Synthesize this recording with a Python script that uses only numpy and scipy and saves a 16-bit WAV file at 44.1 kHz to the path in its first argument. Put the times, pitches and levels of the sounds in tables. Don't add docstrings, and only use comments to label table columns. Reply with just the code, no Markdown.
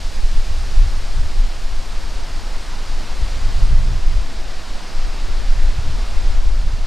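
import sys
import numpy as np
from scipy import signal
from scipy.fft import rfft, irfft, next_fast_len
from scipy.io import wavfile
from scipy.ndimage import uniform_filter1d

SR = 44100
rng = np.random.default_rng(int(sys.argv[2]) if len(sys.argv) > 2 else 0)


def wav_out(sig):
    wavfile.write(sys.argv[1], SR, np.round(np.clip(np.atleast_2d(sig).T, -1, 1) * 32767).astype(np.int16))


N = 302526

# (time [s], level above the average breeze [dB])
WIND_STRENGTH = [(0.0, -2.5), (0.25, -3), (0.55, 3), (0.87, 4.5), (1.25, 1.5), (1.55, -7.0), (2.2, -4.5),
                 (2.65, -12), (3.05, -2.5), (3.4, 2), (3.72, 10), (3.98, 4.5), (4.35, -5.5), (4.8, -14.5),
                 (5.25, -1.5), (5.8, 4.5), (6.08, -0.5), (6.45, 0), (6.68, 5.5), (6.86, -1)]
# (time [s], deep thump level [dB], flutter level [dB])
EDDY_SLAPS = [(0.25, -7, -32), (0.39, -8.5, -29), (0.51, -17, -25), (0.79, -5.5, -25.5), (0.87, -24, -22),
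              (1.19, -11.5, -24), (1.41, -8.5, -31), (1.78, -15, -34), (2.95, -15, -41), (3.23, -17, -20.5),
              (3.47, -12.5, -21), (3.61, -10, -17), (3.74, -6.5, -17), (3.94, -18, -19), (4.08, -9.5, -39),
              (4.18, -11.5, -38), (5.01, -10.5, -38), (5.28, -13, -29), (5.5, -9, -36), (5.64, -8, -24),
              (5.79, -22, -21), (5.9, -16.5, -20), (6.21, -8, -44), (6.35, -9, -38), (6.5, -7, -33),
              (6.66, -34, -22)]
# (frequency [Hz], relative density [dB per Hz])
THUMP_SPECTRUM = [(8, -2), (14, 0.5), (22, 1.5), (32, -8), (45, -14), (64, -52), (90, -35), (130, -54)]
# (frequency [Hz], relative density [dB per Hz])
FLUTTER_SPECTRUM = [(35, -8.5), (52, 2), (70, -2.5), (95, -8), (125, -11.5), (170, -22.5), (240, -33.5),
                    (400, -65)]
# (time [s], rush of the trees level [dB], rustle of the near leaves level [dB])
FOLIAGE_LEVELS = [(0.0, -40.5, -39.5), (0.25, -40.5, -40), (0.8, -39, -39.7), (1.6, -40, -41),
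                  (2.6, -38.5, -40.5), (3.6, -37.6, -39), (3.72, -39.5, -40.5), (4.3, -39, -41.5),
                  (5.1, -38.1, -40.3), (6.3, -38, -40.0), (6.45, -40.5, -42), (6.86, -40.4, -42.5)]
# (frequency [Hz], relative density [dB per Hz])
TREE_SPECTRUM = [(60, 6), (130, 0.5), (220, 2), (310, -0.2), (430, -2.5), (540, -1.8), (680, -0.1),
                 (850, -1.5), (1100, -2.5), (1600, -4.5), (2200, -7), (3000, -12), (4500, -20.5)]
# (frequency [Hz], relative density [dB per Hz])
LEAF_SPECTRUM = [(1800, -10.5), (2600, -2.5), (3300, -2), (4000, 0.04), (4600, 0.6), (5200, -0.7),
                 (5900, -4.5), (7000, -7), (8500, -10.5), (10000, -16), (12500, -23), (15500, -29.3)]

THUMP_DB, THUMP_PER_WIND = -17.5, 0.32
FLUTTER_DB, FLUTTER_PER_WIND = -32, 0.94
THUMP_ATTACK_S, THUMP_RELEASE_S = 0.038, 0.049
FLUTTER_ATTACK_S, FLUTTER_RELEASE_S = 0.019, 0.02
FINENESS_DB, FINENESS_PER_WIND = -7.5, 3.6
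BREAKUP_S = 0.09
OVERLOAD = 0.95
TREES_TRIM_DB, LEAVES_TRIM_DB = 1.59, 0.2
CRISPNESS_DB, DULLING_DB_PER_S = 0.83, 0.27
CUTOFF_HZ = 15500


def buffeting(wind_db, large, small):
    t = np.arange(N) / SR
    delayed_wind_db = np.interp(t - BREAKUP_S, t, wind_db)
    fineness_db = FINENESS_DB + FINENESS_PER_WIND * from_db(delayed_wind_db)
    thump = large * eddies(THUMP_SPECTRUM, 0.24 * fineness_db, pivot_hz=22, lumpy_db=0.8, span_s=0.093)
    flutter = small * eddies(FLUTTER_SPECTRUM, fineness_db, pivot_hz=75, lumpy_db=1.5, span_s=0.071)
    port_gains = from_db(0.17 * np.array([[1], [-1]]))
    return thump * port_gains + flutter


def port_swirl(large, small):
    deep_eddies = eddies(THUMP_SPECTRUM, -8.0, pivot_hz=22, lumpy_db=-1.0, span_s=0.13)
    fine_eddies = eddies(FLUTTER_SPECTRUM, 0, pivot_hz=75, lumpy_db=1, span_s=0.15)
    swirl = large * from_db(-14.5) * deep_eddies + small * from_db(-26) * fine_eddies
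    return swirl * [[1], [-1]]


def turbulence(wind_db, thump_uneven_db, flutter_uneven_db, lumps_per_s, thump_slap_db, flutter_slap_db):
    large = from_db(THUMP_DB + THUMP_PER_WIND * wind_db + thump_uneven_db * drift(lumps_per_s))
    small = from_db(FLUTTER_DB + FLUTTER_PER_WIND * wind_db + flutter_uneven_db * drift(lumps_per_s))
    thump_slaps = from_db(thump_slap_db) * slaps(1, THUMP_ATTACK_S, THUMP_RELEASE_S)
    flutter_slaps = from_db(flutter_slap_db) * slaps(2, FLUTTER_ATTACK_S, FLUTTER_RELEASE_S)
    return np.hypot(large, thump_slaps), np.hypot(small, flutter_slaps)


def slaps(column, attack_s, release_s):
    t = np.arange(N) / SR
    power = 0
    for row in EDDY_SLAPS:
        age = t - row[0]
        width_s = np.where(age < 0, attack_s, release_s)
        bump = np.exp(-np.minimum((age / width_s) ** 2, 50))
        power = power + from_db(row[column]) ** 2 * bump
    return np.sqrt(power)


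def eddies(spectrum, tilt_db, pivot_hz, lumpy_db, span_s):
    shared_lumps = drift(16)
    pressure = 0
    for hz, band in bands(rng.standard_normal(N), spectrum, count=7):
        level_db = tilt_db * np.log2(hz / pivot_hz) + lumpy_db * (shared_lumps + drift(9.1))
        pressure = pressure + band * from_db(level_db)
    return steadied(pressure, span_s)


def steadied(x, span_s):
    power = abs(signal.hilbert(x, next_fast_len(N))[:N]) ** 2 / 2
    width = max(int(span_s * SR), 2)
    smooth_power = uniform_filter1d(uniform_filter1d(power, width), width)
    return x / np.sqrt(smooth_power + 1e-20)


def rounded(pressure):
    return pressure / (1 + (pressure / OVERLOAD) ** 6) ** (1 / 6)


def leaves(touches_per_s, spread_db, patchy_db, pivot_hz):
    tilt_db = CRISPNESS_DB - DULLING_DB_PER_S * np.arange(N) / SR
    sizes = from_db(spread_db * np.minimum(rng.exponential(1, N), 4))
    signed_sizes = sizes * rng.choice([-1, 1], N)
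    ticks = rms_one(signed_sizes * (rng.random(N) < touches_per_s / SR))
    hiss = rng.standard_normal(N)
    rustle = 0
    for hz, band in bands(0.67 * ticks + hiss, LEAF_SPECTRUM, count=10):
        octaves_up = max(np.log2(hz / pivot_hz), 0)
        rustle = rustle + band * from_db(tilt_db * octaves_up + patchy_db * drift(11.0))
    return rms_one(rustle)


def trees(patchy_db):
    rush = 0
    for hz, band in bands(rng.standard_normal(N), TREE_SPECTRUM, count=12):
        rush = rush + band * from_db(patchy_db * drift(4.6))
    return rms_one(rush)


def bands(source, spectrum, count):
    size = next_fast_len(N)
    hz = np.maximum(np.arange(size // 2 + 1) * SR / size, 1)
    coloured = rfft(source, size) * from_db(at_hz(spectrum, hz))
    centres = np.geomspace(spectrum[0][0], spectrum[-1][0], count)
    place = np.log(hz / centres[0]) / np.log(centres[1] / centres[0])
    for k, centre in enumerate(centres):
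        triangle = np.maximum(1 - abs(place - k), 0)
        yield centre, irfft(coloured * triangle, size)[:N]


def drift(rate):
    step = 40
    r = np.exp(-2 * np.pi * rate * step / SR)
    noise = rng.standard_normal(N // step + 2002)
    slow = signal.lfilter([1], [1, -2 * r, r * r], noise)[2000:]
    return np.interp(np.arange(N) / step, np.arange(len(slow)), rms_one(slow))


def in_time(rows):
    s, *columns = np.transpose(rows)
    return [np.interp(np.arange(N) / SR, s, c) for c in columns]


def at_hz(points, hz):
    point_hz, point_db = np.transpose(points)
    return np.interp(np.log(hz), np.log(point_hz), point_db)


def from_db(db):
    return 10 ** (np.asarray(db) / 20)


def rms_one(x):
    return x / np.sqrt(np.mean(x ** 2) + 1e-20)


def scene():
    wind_db, = in_time(WIND_STRENGTH)
    large, small = turbulence(wind_db, thump_uneven_db=2.2, flutter_uneven_db=2.5, lumps_per_s=9,
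                              thump_slap_db=0.1, flutter_slap_db=1.2)
    wind = rounded(buffeting(wind_db, large, small) + port_swirl(large, small))

    rush_db, rustle_db = in_time(FOLIAGE_LEVELS)
    near_leaves = leaves(touches_per_s=9000, spread_db=2.5, patchy_db=0.37, pivot_hz=4800)
    rustle = from_db(rustle_db + LEAVES_TRIM_DB) * near_leaves
    rush = from_db(rush_db + TREES_TRIM_DB) * trees(patchy_db=0.37)
    return wind + rustle + rush


def record(dry):
    opening = np.minimum(np.arange(N) / (0.003 * SR), 1)
    top_cut = signal.ellip(12, 0.1, 90, CUTOFF_HZ, fs=SR, output="sos")
    return signal.sosfilt(top_cut, dry * opening)


dry = scene()
out = record(dry)
wav_out(out)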